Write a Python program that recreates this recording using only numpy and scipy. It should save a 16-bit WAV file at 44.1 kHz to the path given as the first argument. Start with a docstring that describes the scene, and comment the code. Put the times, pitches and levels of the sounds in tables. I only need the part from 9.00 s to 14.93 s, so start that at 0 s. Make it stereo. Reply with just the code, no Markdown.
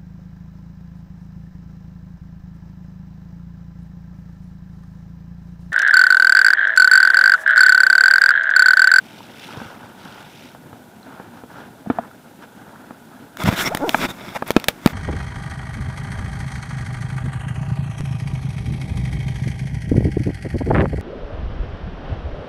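"""Water washes softly round someone's legs while gear taps; then come close scrapes, creaks and loud knocks.
An angler stands in shallow water, wearing a camera in a plastic housing. The water sounds through its
sloshing, bubbles and drops. Then a gloved hand takes hold of the housing: the fabric rubs, sticks
and slips on it, and the hand knocks it hard enough to overload the microphones."""
import sys
import numpy as np
from scipy import signal
from scipy.fft import rfft, irfft
from scipy.io import wavfile

SR = 44100
rng = np.random.default_rng(int(sys.argv[2]) if len(sys.argv) > 2 else 0)


def transcribe(u):
    """Save the signal u as a 16-bit wav file named by the first command-line argument.

    u: samples, shape (n,) or (channels, n), limited to [-1, 1]; the rate is SR.
    q: integer samples, one column per channel.
    """
    v = np.clip(np.atleast_2d(u).T, -1, 1)
    q = np.round(v * 32767).astype(np.int16)
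    wavfile.write(sys.argv[1], SR, q)


N = 261336
TIME = np.arange(N) / SR
STROKE_RISE = 0.69  # share of a glove stroke spent pressing harder

# how alike water sounds at the two microphones: (frequency [Hz], likeness [-1 to 1])
WATER_LIKENESS = [(60, 1), (300, 0.7), (700, 0.9), (1400, 0.82), (3100, -0.02), (6000, 0)]
# the same for a touch on the housing: (frequency [Hz], likeness [-1 to 1])
TOUCH_LIKENESS = [(100, 0.92), (700, 0.94), (1500, 0.96), (3100, 0.18), (6500, -0.37), (12000, 0.22)]
# which side a touch is louder on: (frequency [Hz], left minus right [dB])
TOUCH_BALANCE = [(80, -6), (250, -3.5), (700, -3), (2300, -4), (4400, -10.5), (8000, -4), (15000, -8)]
# tone of fabric rubbing on plastic: (frequency [Hz], relative level [dB])
RUB_TONE = [(210, -34), (350, 4.5), (491, -5.5), (672, 4), (771, -7), (942, 1.5), (1040, -7.5), (1320, 1),
            (1850, -9.5), (2100, 0.5), (3060, -13), (3510, -2), (4240, -18), (5590, -10.5), (7000, -79),
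            (9100, -53), (15400, -120)]


def amp(db):
    """Turns decibels into a gain to multiply by."""
    return 10 ** (np.asarray(db) / 20)


def evened(x):
    """Scales a sound to an average (rms) strength of 1."""
    return x / np.sqrt(np.mean(x ** 2) + 1e-20)


def read(points, hz):
    """Looks up a frequency in a table, blending between rows on a log scale."""
    row_hz, value = np.transpose(points)
    return np.interp(np.log(hz + 1), np.log(row_hz + 1), value)


def add(mix, start_s, sound):
    """Mixes a stereo sound in at its start time."""
    part = mix[:, max(round(start_s * SR), 0):][:, :sound.shape[1]]
    part += sound[:, :part.shape[1]]


def panned(db):
    """Left and right gains; positive dB is louder on the left."""
    return amp(np.array([db, -db]).reshape(2, -1) / 2)


def swell(peak_s, length, rise):
    """Climbs to 1 at peak_s and falls back; rise is the share of the length spent climbing."""
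    times = [peak_s - rise * length, peak_s, peak_s + (1 - rise) * length]
    return np.interp(TIME, times, [0, 1, 0]) ** 0.58


def flutter(per_s):
    """A random wobble, up to about per_s times a second."""
    hz = np.fft.rfftfreq(N, 1 / SR)
    return evened(irfft(rfft(rng.standard_normal(N)) / (1 + (hz / per_s) ** 4), N))


def grains(tone, likeness, balance, per_s, grain_db):
    """Stereo noise of a given tone, made grainy by a flickering level."""
    hz = np.fft.rfftfreq(N, 1 / SR)
    noise = rng.standard_normal((2, N))
    flicker = amp(grain_db * np.clip(flutter(per_s), -2.5, 2.5))
    left, other = rfft(noise * flicker)
    alike = np.clip(read(likeness, hz), -1, 1)
    right = alike * left + np.sqrt(1 - alike ** 2) * other
    low_hz, high_hz = tone[0][0], tone[-1][0]
    edge_fade = 1 / np.sqrt((1 + (low_hz / 2 / (hz + 1)) ** 4) * (1 + (hz / 2 / high_hz) ** 4))
    pair = np.array([left, right]) * panned(read(balance, hz))
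    sound = irfft(pair * amp(read(tone, hz)) * edge_fade, N)
    return sound / sound.mean(0).std()


def coloured(pulses, tone, size=4096):
    """Makes each pulse ring with the given tone after it lands."""
    log_gain = np.log(amp(read(tone, abs(np.fft.fftfreq(size, 1 / SR)))))
    ring = np.fft.ifft(np.exp(np.conj(signal.hilbert(log_gain)))).real
    return signal.oaconvolve(pulses, ring[:size // 2])[:N]


def touch_lag(hz):
    """How far out of step a note from the housing reaches the two microphones, in radians."""
    return np.arccos(np.clip(read(TOUCH_LIKENESS, hz), -1, 1))


def hiss(level_db=-57):
    """The microphones give a faint, steady hiss of their own."""
    # tone of the hiss: (frequency [Hz], relative level [dB])
    tone = [(1470, -5.5), (2500, -4), (3570, 0), (4310, -5), (5740, -5.5), (14600, -5.5), (15600, -8),
            (16000, -31)]
    balance = [(2500, 0.052), (15000, -0.024)]  # (frequency [Hz], left minus right [dB])
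    return amp(level_db) * grains(tone, WATER_LIKENESS, balance, per_s=51, grain_db=0.63)


def droplets(per_s=260, spread_db=2.0, pitches=24):
    """Falling drops trap tiny bubbles, each a short rising ping."""
    out, t = np.zeros((2, N)), np.arange(SR // 60) / SR
    for hz in np.geomspace(1900, 5800, pitches):
        cycles = hz * rng.uniform(0.953, 0.958) * t
        fade = np.exp(-cycles / 7) * (1 - np.exp(-cycles))
        ping = fade * np.sin(2 * np.pi * cycles * (1 + 0.0057 * cycles))
        size = amp(spread_db * np.minimum(rng.exponential(1, N), 3.5))
        lands = rng.random(N) < per_s / pitches / SR
        out += signal.oaconvolve(size * lands, ping)[:N] * panned(rng.normal(1, 1.6))
    return evened(out)


def water(slosh_db=-45.5, lap_db=-50.5, spray_floor_db=-79, heave_db=-4.5, drops_db=-4):
    """Water sloshes and laps all the time; each swish heaves it and throws up froth, spray and drops."""
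    # tones of slosh, lapping, bursting bubbles and spray: (frequency [Hz], relative level [dB])
    slosh_tone = [(25, -24), (60, -19), (115, -3.5), (170, -2), (240, 1.5), (330, -4), (450, -12),
                  (900, -18.5)]
    lap_tone = [(200, -15), (450, 2.5), (760, 6), (950, 5), (1120, -12), (1450, 4.5), (1700, -4),
                (1950, -33.5), (4000, -50.5)]
    froth_tone = [(400, -5), (700, -1.5), (930, 2), (1120, -4.5), (1450, 1.5), (1700, -3.5), (1950, -15.5),
                  (4000, -32)]
    spray_tone = [(900, -32), (1900, -3), (2500, 1), (3100, 2.5), (3600, 1.5), (4400, -8.5), (5500, -5),
                  (6600, -12), (15000, -18)]
    # which side the water is louder on: (frequency [Hz], left minus right [dB])
    balance = [(60, -7), (200, -3), (600, -2), (1300, -3.5), (4400, -9.5), (8000, -4.5)]
    # swishes round the legs: (peak time [s], length [s], froth level [dB], spray level [dB])
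    swishes = [(0.194, 0.74, -51, -49.5), (0.442, 0.21, -48, -43), (0.589, 0.35, -37.5, -47),
               (0.84, 0.23, -43, -54.5), (1.049, 0.24, -42, -49), (1.196, 0.24, -45.5, -49),
               (1.385, 0.33, -65, -49), (2.141, 0.28, -43.5, -59.5), (2.36, .12, -43, -60),
               (2.573, 0.21, -39.5, -56.5), (2.955, 0.25, -40, -68), (3.427, 0.058, -41, -51.5),
               (3.7, 0.49, -46, -68), (4.137, 0.15, -46, -78)]
    froth_gain, spray_gain = np.zeros(N), amp(spray_floor_db)
    for peak_s, length, froth_db, spray_db in swishes:
        surge = swell(peak_s, length, rise=0.42)
        froth_gain = np.hypot(froth_gain, surge * amp(froth_db))  # hypot adds the power of two noises
        spray_gain = np.hypot(spray_gain, surge * amp(spray_db))
    slosh_gain = np.hypot(amp(slosh_db), amp(heave_db) * froth_gain)
    slosh = slosh_gain * grains(slosh_tone, WATER_LIKENESS, balance, per_s=25, grain_db=1.8)
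    lap = amp(lap_db) * grains(lap_tone, WATER_LIKENESS, balance, per_s=89, grain_db=2.5)
    froth = froth_gain * grains(froth_tone, WATER_LIKENESS, balance, per_s=130, grain_db=3)
    spray = grains(spray_tone, WATER_LIKENESS, balance, per_s=180, grain_db=3)
    return slosh + lap + froth + spray_gain * (spray + amp(drops_db) * droplets())


def plops(fade_s=0.021):
    """A larger drop traps a bubble that rings, dying away by 60 dB in fade_s."""
    # trapped bubbles: (time [s], level [dB], pitch [Hz])
    bubbles = [(0.206, -28, 930), (1.177, -31, 830), (2.03, -41, 4080), (3.113, -33.5, 1370)]
    out, t = np.zeros((2, N)), np.arange(SR // 20) / SR
    for start_s, db, hz in bubbles:
        add(out, start_s, amp(db - 60 * t / fade_s) * np.sin(2 * np.pi * hz * t) * panned(-4))
    return out


def snags(per_s=420, spread_db=1.5):
    """Single threads catch and snap free at random, each a tiny click."""
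    size = amp(spread_db * np.minimum(rng.exponential(1, N), 3))
    snaps = size * rng.choice([-1, 1], N) * (rng.random(N) < per_s / SR)
    return evened(coloured(snaps, RUB_TONE)) * panned(-4)


def glove(rest_rub_db=-45.5, rest_rumble_db=-37, rest_hiss_db=-49, snag_db=-8):
    """Fabric drags over the housing: each stroke swells and lets go as the fibres catch."""
    # the hand resting on the housing: (time [s], share of its weight [0 to 1])
    grip = [(4.37, 0.033), (4.41, 1), (5.33, 0.55), (5.42, 0.34)]
    # glove strokes: (peak time [s], length [s], rub level [dB], rumble level [dB], hiss level [dB])
    strokes = [(4.425, 0.066, -29, -32, -39), (4.486, 0.059, -23, -17.5, -33),
               (4.538, 0.061, -27.5, -26, -37), (4.619, 0.093, -24, -26, -27),
               (4.673, 0.07, -23.5, -25, -32), (4.979, 0.19, -32, -32, -37),
               (5.042, 0.095, -23.5, -24, -34), (5.107, 0.045, -39.5, -27, -39),
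               (5.293, 0.19, -37.5, -38.5, -49.5), (5.366, 0.04, -32.5, -37, -39.5),
               (5.49, 0.047, -33.5, -35, -41.5), (5.605, 0.18, -43, -41, -54),
               (5.896, 0.13, -39.5, -34.5, -46.5)]
    # tones of the rubbing's low rumble and high hiss: (frequency [Hz], relative level [dB])
    rumble_tone = [(25, -9.5), (60, -14), (115, -5.5), (170, -1), (260, -0.5), (400, -16.5), (800, -11)]
    hiss_tone = [(3000, -17), (5500, 4), (7000, 5), (10000, -1), (13000, 0.5), (15000, -1.5)]
    held = np.interp(TIME, *np.transpose(grip))  # the resting hand never lies quite still
    gains = held * amp([[rest_rub_db], [rest_rumble_db], [rest_hiss_db]])
    for peak_s, length, *db in strokes:
        gains = np.maximum(gains, swell(peak_s, length, STROKE_RISE) * amp(db)[:, None])
    rub_gain, rumble_gain, hiss_gain = gains
    rub = grains(RUB_TONE, TOUCH_LIKENESS, TOUCH_BALANCE, per_s=160, grain_db=3.5)
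    rub += amp(snag_db) * snags()
    rumble = grains(rumble_tone, TOUCH_LIKENESS, TOUCH_BALANCE, per_s=70, grain_db=2.5)
    high_hiss = grains(hiss_tone, TOUCH_LIKENESS, TOUCH_BALANCE, per_s=1100, grain_db=1)
    return rub_gain * rub + rumble_gain * rumble + hiss_gain * high_hiss


def rasps():
    """Where the fabric grips, it chatters around one pitch: a short, fuzzy squeak."""
    # fabric squeaks: (peak time [s], length [s], pitch [Hz], pitch width [Hz], level [dB])
    squeaks = [(4.426, 0.019, 1230, 403, -25), (4.603, 0.073, 3360, 1200, -24.5),
               (4.613, 0.11, 1555, 600, -25.5), (4.671, 0.036, 5550, 400, -24),
               (4.676, 0.05, 2127, 250, -23.5), (5.054, 0.023, 2100, 900, -23.5),
               (5.11, 0.042, 3640, 260, -32.5), (5.367, 0.03, 780, 340, -23),
               (5.369, 0.028, 1960, 864, -27.5), (5.48, 0.0076, 12100, 3500, -31.5)]
    out = np.zeros((2, N))
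    for peak_s, length, hz, width_hz, db in squeaks:
        noise = rng.standard_normal(N) + 1j * rng.standard_normal(N)
        wobble = signal.lfilter(*signal.butter(2, width_hz / 2, fs=SR), noise)
        note = wobble * np.exp(2j * np.pi * hz * TIME)
        pair = evened(np.real([note, note * np.exp(1j * touch_lag(hz))]))
        out += amp(db) * swell(peak_s, length, STROKE_RISE) * pair * panned(read(TOUCH_BALANCE, hz))
    return out


def creaks():
    """The glove sticks and slips, one short pulse a slip; the slips speed up and slow with the pull."""
    # pulls of the glove, one list a creak: (time [s], slip rate [1/s], level [dB])
    pulls = [
        [(4.695, 330, -37.5), (4.712, 480, -28), (4.722, 680, -21.5), (4.735, 800, -32), (4.746, 950, -24.5),
         (4.758, 300, -39), (4.785, 117, -36)],
        [(4.795, 144, -38.5), (4.805, 174, -25), (4.813, 260, -25.5), (4.837, 290, -19.5), (4.847, 470, -19),
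         (4.859, 474.8, -24.5), (4.879, 350, -21), (4.889, 320, -25), (4.9, 150, -21)],
    ]
    # tone of one slip: (frequency [Hz], relative level [dB])
    slip_tone = [(80, -9), (250, 8.5), (450, 4.5), (650, 6), (900, 3), (1150, -10), (1450, -4.5),
                 (2000, -31), (4000, -68)]
    slip_strength = np.linalg.norm(coloured(signal.unit_impulse(SR), slip_tone))
    out = np.zeros((2, N))
    for pull in pulls:
        times, slip_hz, db = np.transpose(pull)
        rate = np.interp(TIME, times, slip_hz) * (1 + 0.025 * flutter(140))
        slip_count = np.cumsum(rate * (TIME > times[0]) * (TIME < times[-1])) / SR
        slips = np.diff(np.ceil(slip_count), prepend=0) * np.sqrt(SR / rate)  # same power at any rate
        force = amp(np.interp(TIME, times, db) + 1.4 * flutter(200))
        out -= coloured(slips * force, slip_tone) / slip_strength * panned(-3.5)
    return out


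def housing_ring(t, hardness_hz, pitch_spread=0.04):
    """The plastic shell rings with many notes at once; a soft touch leaves the high ones quiet."""
    # the shell's own notes: (pitch [Hz], relative level [dB], time to fade by 60 dB [s])
    shell_notes = [(238, -13, 0.041), (678, -8, 0.033), (858, 0.5, 0.016), (1230, 1, 0.012),
                   (1318, 0, 0.019), (1734, 4, 0.012), (2304, -6, 0.02), (2360, 4, 0.018),
                   (3220, 5, 0.0057), (3800, -5.5, 0.03), (5620, -14, 0.046), (7500, -5, 0.0089),
                   (8800, -12, .006), (13000, -8, .005)]
    hz, db, fade_s = np.transpose(shell_notes)[:, :, None]
    hz = hz * (1 + pitch_spread * rng.standard_normal(hz.shape))
    weight = amp(db) / np.sqrt(1 + (hz / hardness_hz) ** 6)
    sign = (-1) ** np.arange(len(hz))[:, None]  # neighbouring notes swing opposite ways
    fades = sign * weight * amp(-60 * t / fade_s) / np.linalg.norm(weight)
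    return 0.5 * np.array([(fades * np.sin(2 * np.pi * hz * t + lag)).sum(0)
                           for lag in (0, touch_lag(hz))])


def thud(t, db, hz, fade_s, max_sag=0.36, hard_db=8.5):
    """The touched spot rocks and dies away; after a hard blow its pitch sags as the contact relaxes."""
    sag = max_sag * np.tanh(amp(db - hard_db))
    pitch = hz * (1 + sag * (2 * np.exp(-t / (0.23 * fade_s)) - 1))  # from above hz to below it
    return amp(db - 60 * t / fade_s) * np.sin(2 * np.pi * np.cumsum(pitch) / SR)


def contacts(tap_hardness_hz=1100, click_hardness_hz=5200, knock_cycles=3.2, click_cycles=13, pan_db=-4):
    """Lists every tap, knock and click on the housing, ready for knocks() to play."""
    # gear bumps the free housing: (time [s], thud level [dB], pitch [Hz], ring level [dB])
    gear_taps = [(.572, -23, 124, -22), (0.616, -22, 236, -16), (.657, -29, 112, -32),
                 (1.548, -38, 135, -21), (1.728, -34, 122, -18.5), (2.1983, -33, 210, -15),
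                 (2.436, -37, 127, -19.5), (2.862, -22, 696, -42), (2.871, -16, 205.6, -40),
                 (2.9001, -4.5, 259, 1.5), (2.9861, -4, 700, -4.5), (2.991, -21.5, 244, -22),
                 (3.907, -40, 218, -16)]
    # the hand hits the housing and damps it:
    # (time [s], thud level [dB], pitch [Hz], ring level [dB], hardness [Hz], crack level [dB])
    hand_knocks = [(4.441, -2.5, 130, -31, 600, -35), (4.471, -1.5, 139, -21, 800, -40),
                   (4.4772, 0, 190, -10, 910, -38), (4.4869, -1, 113, -0.5, 1500, -33),
                   (4.5266, -6, 267, -6.5, 2410, -25), (4.7488, -7.5, 235, -4, 6000, -2),
                   (4.945, -21, 700, 13, 1670, -32), (5.089, -24, 260, -14, 2500, -29),
                   (5.423, -1.5, 470, 1, 1270, -21.5), (5.5056, 3, 487, 2.5, 3250, -1.5),
                   (5.5648, 21, 322, 11.5, 2300, 0.5), (5.6842, -6, 230, 9.5, 3880, 11),
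                   (5.86, 16, 233, 6, 1660, 6), (5.8735, -28, 610, -2, 2160, -8.5)]
    # a hard edge catches on the shell: (time [s], level [dB], pitch [Hz], left minus right [dB])
    edge_clicks = [(4.371, -22, 1470, -11), (4.436, -12, 2270, 8), (4.7721, -11, 1830, -6),
                   (4.8928, -5.5, 2840, -14), (5.516, -18, 3500, 11), (5.599, -20, 2470, -15),
                   (5.642, -9.5, 3500, -10)]
    for start_s, db, hz, ring_db in gear_taps:
        fade_s = 0.049 * np.sqrt(197 / hz)  # low thuds last longer
        yield start_s, db, hz, fade_s, ring_db, tap_hardness_hz, 0, pan_db
    for start_s, db, hz, ring_db, hardness_hz, crack_db in hand_knocks:
        yield start_s, db, hz, knock_cycles / hz, ring_db, hardness_hz, amp(crack_db), pan_db
    for start_s, db, hz, side_db in edge_clicks:
        ring_db, crack_gain = db - 5, amp(db + 1)
        yield start_s, db, hz, click_cycles / hz, ring_db, click_hardness_hz, crack_gain, side_db


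def knocks(attack_cycles=0.84, crack_s=0.0085, rattle_db=-29, rattle_s=0.079,
           murmur_db=-30, murmur_s=0.074, bass_cut_hz=70):
    """A blow thuds and rings the shell; hard contacts add a crack and a faint rattle."""
    # tone of a hard contact: (frequency [Hz], relative level [dB])
    crack_tone = [(1200, 2.5), (3300, 4.5), (5500, -0.5), (9000, -5.5), (14000, -4.5)]
    # the shell and the body behind it murmur on after a blow: (frequency [Hz], relative level [dB])
    murmur_tone = [(80, 7.5), (130, -26), (240, 18.5), (330, -35), (460, 19), (720, -13), (1080, 2),
                   (1450, -5), (1850, -15), (3600, -18), (6000, -47)]
    out, t = np.zeros((2, N)), np.arange(SR // 5) / SR
    crack_noise = grains(crack_tone, TOUCH_LIKENESS, TOUCH_BALANCE, per_s=1500, grain_db=1)
    murmur_noise = grains(murmur_tone, TOUCH_LIKENESS, TOUCH_BALANCE, per_s=40, grain_db=1.5)
    crack_fade = amp(-60 * t / crack_s) + amp(rattle_db - 60 * t / rattle_s)
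    for start_s, thud_db, hz, fade_s, ring_db, hardness_hz, crack_gain, pan_db in contacts():
        piece = rng.integers(N - len(t)) + np.arange(len(t))
        onset = 1 - np.exp(-t * hardness_hz / attack_cycles)  # a harder contact takes hold sooner
        blow = thud(t, thud_db, hz, fade_s)
        ring = amp(ring_db) * housing_ring(t, hardness_hz)
        crack = 0.5 * crack_gain * crack_fade * crack_noise[:, piece]
        freedom = fade_s / 0.011  # a blow that the hand damps leaves a weak murmur too
        murmur = amp(ring_db + murmur_db - 60 * t / murmur_s) * freedom * murmur_noise[:, piece]
        add(out, start_s, onset * ((blow + ring) * panned(pan_db) + crack + murmur))
    # a small object gives off little deep bass
    return signal.lfilter(*signal.butter(2, bass_cut_hz, "highpass", fs=SR), out)


def scene():
    """Water all around, and the gloved hand right on the housing."""
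    return water() + plops() + hiss() + glove() + rasps() + creaks() + knocks()


def record(dry, ceiling=0.95, treble_cut_hz=15600):
    """The hardest knocks overload the microphones and flatten; then the highest treble is cut."""
    flattened = np.clip(dry, -ceiling, ceiling)
    lowpass = signal.firwin(301, treble_cut_hz, window=("kaiser", 8), fs=SR)
    return signal.oaconvolve(flattened, lowpass[None], "same")


dry = scene()
out = record(dry)
transcribe(out)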